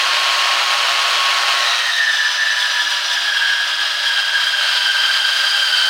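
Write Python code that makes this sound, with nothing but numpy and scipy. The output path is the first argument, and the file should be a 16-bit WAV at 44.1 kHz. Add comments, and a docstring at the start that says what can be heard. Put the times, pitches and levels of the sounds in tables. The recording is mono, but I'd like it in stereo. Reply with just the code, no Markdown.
"""In a small wooden shed, a portable bandsaw runs free, then is pressed into a bundle of thin sheet metal.
At first its gears rattle over the whine of the motor and its fan. In the cut the motor slows and the
rattle dies down. The blade's teeth hammer out a rough, fluttering scream, and chips tear off with a
rasping hiss. A faint room rumble lies underneath."""
import sys
import numpy as np
from scipy import signal
from scipy.fft import rfft, irfft, next_fast_len
from scipy.io import wavfile
from scipy.ndimage import uniform_filter1d, minimum_filter1d

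SR = 44100
rng = np.random.default_rng(int(sys.argv[2]) if len(sys.argv) > 2 else 0)


def unload_wav(signal):
    """Save mono or channel-first audio to the path in sys.argv[1] as 16-bit WAV at rate SR, clipped to [-1, 1]."""
    wavfile.write(
        sys.argv[1],
        SR,
        np.round(np.clip(np.atleast_2d(signal).T, -1, 1) * 32767).astype(np.int16),
    )


N = 259749
TIME = np.arange(N) / SR


def teeth(turns, sag, depth, screech_db):
    """Teeth hammer the sheets. Their spacing varies in a repeating pattern, which roughens the note."""
    # How hard the teeth bite. Each row: time in seconds, level in dB.
    bite = [(1.6, -22), (1.78, -22), (2.04, -13.5), (2.36, -16), (2.5, -13.5), (2.92, -18.5), (3.06, -25.5),
            (3.46, -15.5), (3.72, -24), (4.1, -19), (5.62, -18.5), (5.83, -17)]
    # Teeth snatch at a sheet's edge. Each row: middle in seconds, extra dB, half length in seconds.
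    grabs = [(1.669, 8, 0.017), (1.744, 4, .01), (1.88, 3, .03), (2.0, 1, 0.0091), (2.22, 2.5, 0.011),
             (3.16, 4.5, .025), (3.275, 5, 0.012), (3.365, 6.5, 0.0074), (3.522, 2, 0.01), (3.61, 0, .009),
             (3.821, 7, 0.0085), (4.079, 6, 0.025), (4.359, 6.5, 0.012), (5.102, 4, 0.0079),
             (5.445, 3.5, 0.0057)]
    # Higher notes of the blows. Each row: multiple of the tooth rate, base level in dB,
    # extra dB per turn a second of sag, extra dB at full depth, share of a screech.
    overtones = [(2, -31.5, 0.155, 0.5, 1.3), (3, -32, 0.0846, 5, .45)]
    # How well the sheets give off sound. Each row: frequency in Hz, gain in dB.
    sheets = [(1800, 0), (2500, -10), (3080, 3), (3450, -4), (3850, 2.5), (4400, 9), (4700, -5.5),
              (5050, -1), (5400, -3.5)]
    teeth_per_turn, teeth_per_pattern = 5.283, 16
    passed = teeth_per_turn * turns
    spacing = (.11 - .04 * depth) * np.sin(2 * np.pi * passed / teeth_per_pattern)
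    slip = .055 * drift(16)   # the blade stretches and slips by part of a tooth
    strikes = passed + spacing + slip
    flutter_hz = 22 + 4.1 * drift(2.92)   # deep in the cut, the blade flutters
    flutter_db = 4 * depth * np.sin(2 * np.pi * np.cumsum(flutter_hz) / SR)
    grab_db = swells(grabs)
    # Between grabs, the teeth lose their hold for moments.
    stutter_db = -7 * np.maximum(drift(38), 0) * np.exp(-np.abs(grab_db))
    blur = .22 * (1 - .75 * depth)   # the narrow cut guides the blade and cleans its note
    strength = from_db(in_time(bite) + grab_db + flutter_db + stutter_db)
    blows = strength * tone(strikes, blur, blur_hz=45)
    for multiple, base_db, db_per_sag, deep_db, screech_share in overtones:
        level_db = base_db + db_per_sag * sag + deep_db * depth + screech_share * screech_db
        waver_db = .6 * flutter_db + 1.2 * drift(25)
        blows += from_db(level_db + waver_db) * tone(round(multiple) * strikes, blur=.33, blur_hz=100)
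    hz, spectrum = spectrum_of(blows)
    return signal_of(spectrum * from_db(at_hz(sheets, hz)))


def chips(load, depth, screech_db):
    """Tiny chips tear off and set the sheets rasping; the blade hisses in its guides and in the cut."""
    # Tone colours of the rasp and the hiss. Each row: frequency in Hz, level in dB.
    rasp_colour = [(60, -53), (250, -51.5), (600, -18), (1000, -10), (1350, 2.5), (1650, 3.5), (2000, 1),
                   (2450, -4), (3050, 5), (3550, 0.5), (4000, 5), (4400, -1), (4950, 2.5), (5600, -14.5),
                   (7000, -18), (11000, -41)]
    hiss_colour = [(100, -40), (3000, -3.5), (5300, 3), (6400, 4.5), (7000, -1), (8300, 0.5), (10000, -3.5),
                   (11500, -10), (16000, -10.5)]
    uneven = drift(13)
    rasp_db = -20.5 + 2.8 * depth + 1.44 * uneven
    hiss_db = -30.5 - 3 * load + 5 * depth + .38 * load * screech_db + .77 * uneven
    rasp = np.sqrt(load) * from_db(rasp_db) * radiate(impacts(per_s=16000), rasp_colour)
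    hiss = from_db(hiss_db) * radiate(impacts(per_s=26000), hiss_colour)
    return rasp + hiss


def gears(turns, load):
    """Loose gears clatter in step with the shaft; the load presses them together and quiets them."""
    # Tone colour of the rattle. Each row: frequency in Hz, level in dB.
    rattle_colour = [(60, -61), (200, -40.5), (300, -34.5), (450, -23), (580, -13.5), (900, -8.5),
                     (1300, 2), (2400, 0.5), (3050, 2), (3500, -2), (4100, 0), (5000, -5), (7000, -17),
                     (15000, -37.5)]
    pulsing = 1 + .13 * (1 - load) * np.sin(2 * np.pi * turns / 3)
    clatter = impacts(per_s=30000) * pulsing
    return from_db(-14 - 11.17 * load + .51 * drift(11)) * radiate(clatter, rattle_colour)


def motor(speed, turns, load):
    """The off-balance shaft, the fan and the rotor's slots sing at multiples of the motor's speed."""
    # The motor's notes. 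Each row: multiple of the speed, base dB running free, base dB under load.
    whine = [(1, -53, -71.5), (2, -51.5, -61.5), (3, -24, -45.5), (5, -30, -28), (9, -31.5, -34),
             (12, -32.5, -35.5)]
    # The slots' whistle as heard through the housing. Each row: frequency in Hz, level in dB.
    housing = [(5260, -31), (5400, -35.5), (5470, -42), (5600, -33), (5690, -38.5), (5820, -31.5),
               (6000, -31.5), (6200, -35), (6600, -40)]
    slots = 18
    unsteady = turns + .0073 * drift(7.9)
    sound = from_db(at_hz(housing, slots * speed)) * tone(slots * unsteady, blur=.46, blur_hz=45)
    for multiple, free_db, loaded_db in whine:
        multiple = round(multiple)
        # A note swells as it glides through a resonance, more than noise would.
        lift_db = 1.37 * np.interp(TIME, TIME[::100], resonance_db(multiple * speed[::100]))
        level_db = free_db + (loaded_db - free_db) * np.sqrt(load) + lift_db
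        sound += from_db(level_db) * tone(multiple * unsteady, blur=.15, blur_hz=13)
    return sound


def room_rumble():
    """A faint, uneven rumble fills the shed."""
    # Tone colour of the rumble. Each row: frequency in Hz, level in dB.
    rumble_colour = [(20, 15), (60, -10), (115, 5), (220, 6.5), (400, -9)]
    return from_db(-63.5 + 2.9 * drift(6)) * radiate(rng.standard_normal((2, N)), rumble_colour)


def resonance_db(hz):
    """The saw, its stand and the shed boost the frequencies at which they like to ring."""
    # Their resonances. Each row: centre in Hz, width in Hz, boost in dB.
    body = [(299.5, 42, 7), (321.2, 12.7, 8), (399, 35, 6), (506, 24, 8), (583, 19.7, 11.5), (612, 25, 7.5),
            (687.3, 21, 10), (721, 37, 5), (794, 27, 2), (821.5, 30, 9.5), (927, 17, 6), (979.5, 27, 9.5),
            (1244, 13, 3.5), (1274, 8.3, 3.5)]
    return sum(db / (1 + (2 * (hz - centre) / width) ** 4) for centre, width, db in body)


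def stereo(paths):
    """Two sound paths add on the left and subtract on the right; each side has its own tone colour."""
    # How alike the sides are. Each row: frequency in Hz, likeness from -1 (opposite) to 1 (the same).
    likeness = [(100, 0.7), (350, 1), (700, .75), (1050, 0.6), (1350, 0.2), (1650, 0), (2000, -0.4),
                (2600, 0.29), (3080, 0.6), (3500, 0.1), (4100, -0.04), (5000, 0.05), (8000, -0.06)]
    # Which side is louder. Each row: frequency in Hz, left minus right in dB.
    balance = [(100, 2), (380, 1), (700, 1.5), (1300, 7), (1700, 4.5), (2500, 3), (3100, 5.5), (3500, 3.5),
               (3950, 5.5), (4850, -2), (6000, 4), (8000, -0.5), (11000, -7), (15000, -12.5)]
    hz, (common, opposed) = spectrum_of(paths)
    alike = np.clip(at_hz(likeness, hz), -.98, .98)
    sides = np.array([[1], [-1]])
    gains = from_db(sides * at_hz(balance, hz) / 2)
    gains = gains / np.sqrt(np.sum(gains ** 2, axis=0))
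    return signal_of(gains * (np.sqrt(1 + alike) * common + sides * np.sqrt(1 - alike) * opposed))


def tone(cycles, blur, blur_hz):
    """A note on two paths a quarter cycle apart; blur is the share smeared by echoes off the walls."""
    echoes = np.array([rms_one(drift(blur_hz) + 1j * drift(blur_hz)) for path in range(2)])
    paths = np.sqrt(1 - blur) * np.array([[1], [1j]]) + np.sqrt(blur) * echoes
    return np.sqrt(2) * np.real(paths * np.exp(2j * np.pi * cycles))


def impacts(per_s):
    """Small random blows, arriving by two unrelated paths."""
    return rng.standard_normal((2, N)) * (rng.random(N) < per_s / SR)


def radiate(force, colour):
    """Give a force its tone colour and the resonances, at an average power of 1."""
    hz, spectrum = spectrum_of(force)
    return rms_one(signal_of(spectrum * from_db(at_hz(colour, hz) + resonance_db(hz))))


def drift(rate_hz):
    """A smooth random wander, about 1 in size."""
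    pole = np.exp(-40 * np.pi * rate_hz / SR)
    noise = rng.standard_normal(N // 20 + 2002)   # one value per 20 samples, plus a run-up
    slow = signal.lfilter([1], [1, -2 * pole, pole * pole], noise)[2000:]
    return np.interp(np.arange(N) / 20, np.arange(len(slow)), rms_one(slow))


def swells(rows):
    """Short, bell-shaped rises in level, in dB."""
    return sum(db * np.exp(-.5 * ((TIME - middle_s) / width_s) ** 2) for middle_s, db, width_s in rows)


def ramp(start_s, length_s):
    """Rise from 0 to 1 and stay there."""
    return np.clip((TIME - start_s) / length_s, 0, 1)


def in_time(rows):
    """Read a curve at every sample."""
    return np.interp(TIME, *np.transpose(rows))


def at_hz(rows, hz):
    """Read a curve at given frequencies, with octaves evenly spaced."""
    row_hz, values = np.transpose(rows)
    return np.interp(np.log(hz), np.log(row_hz), values)


def spectrum_of(x):
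    """Split a sound into its frequencies and their amounts."""
    size = next_fast_len(N, True)
    return np.maximum(np.fft.rfftfreq(size, 1 / SR), 1), rfft(x, size)


def signal_of(spectrum):
    """Turn a spectrum back into sound."""
    return irfft(spectrum, next_fast_len(N, True))[..., :N]


def from_db(db):
    """Turn decibels into a gain."""
    return 10 ** (np.asarray(db) / 20)


def rms_one(x):
    """Scale to an average power of 1."""
    return x / np.sqrt(np.mean(np.abs(x) ** 2) + 1e-20)


def scene():
    """One shaft drives the whole saw; the more it slows, the heavier the load."""
    # The motor's speed. Each row: time in seconds, turns a second.
    rotor = [(0, 361.7), (1.35, 366.6), (1.62, 364), (1.9, 351), (2.14, 334), (2.29, 329.4), (2.42, 333.6),
             (2.58, 331), (2.7, 325.6), (2.97, 322.5), (3.14, 324.5), (3.41, 310), (3.58, 311.6),
             (3.76, 316.6), (4, 314), (4.17, 305.7), (4.37, 308.3), (4.78, 299.8), (5.55, 301), (5.89, 293)]
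    # The sheets screech an octave up. Each row: middle in seconds, base swell in dB,
    # half length in seconds.
    screeches = [(1.71, 6.5, 0.078), (1.96, 8, .03), (2.14, 7, .025), (2.62, 7, 0.033), (2.83, 6.5, 0.02),
                 (2.91, 9, 0.013), (3.135, 9, 0.028), (3.37, 3.5, 0.014), (4.08, 5.5, .012),
                 (4.48, 5.5, .01), (5.79, 2, 0.0098), (5.865, 4, 0.008)]
    free_speed, full_load_sag = 363.3, 23   # turns a second
    speed = in_time(rotor)
    turns = np.cumsum(speed) / SR
    touching = ramp(start_s=1.53, length_s=.06)   # the blade meets the metal
    depth = ramp(start_s=3.76, length_s=1.66)   # it sinks into its own cut
    sag = touching * np.maximum(free_speed - speed, 0)   # speed lost to cutting
    load = np.minimum(sag / full_load_sag, 1)
    screech_db = swells(screeches)
    saw = motor(speed, turns, load) + gears(turns, load) + chips(load, depth, screech_db)
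    rumble = room_rumble()
    scream = touching * stereo(teeth(turns, sag, depth, screech_db))
    lean_db = 1.6 - 3 * depth   # the scream shifts to the right as the blade sinks in
    return stereo(saw + rumble) + scream * from_db(lean_db * np.array([[.35], [-.65]]))


def record(dry):
    """A fast limiter turns down the loudest peaks, and the highest treble is cut off steeply."""
    ceiling, cutoff_hz = .9, 15950
    needed_gain = 1 / np.maximum(np.abs(dry).max(axis=0) / ceiling, 1)
    smooth_gain = uniform_filter1d(minimum_filter1d(needed_gain, size=301), size=301)
    hz, spectrum = spectrum_of(dry * smooth_gain)
    return signal_of(spectrum * np.clip((cutoff_hz - hz) / 100 + .5, 0, 1))


dry = scene()
out = record(dry)
unload_wav(out)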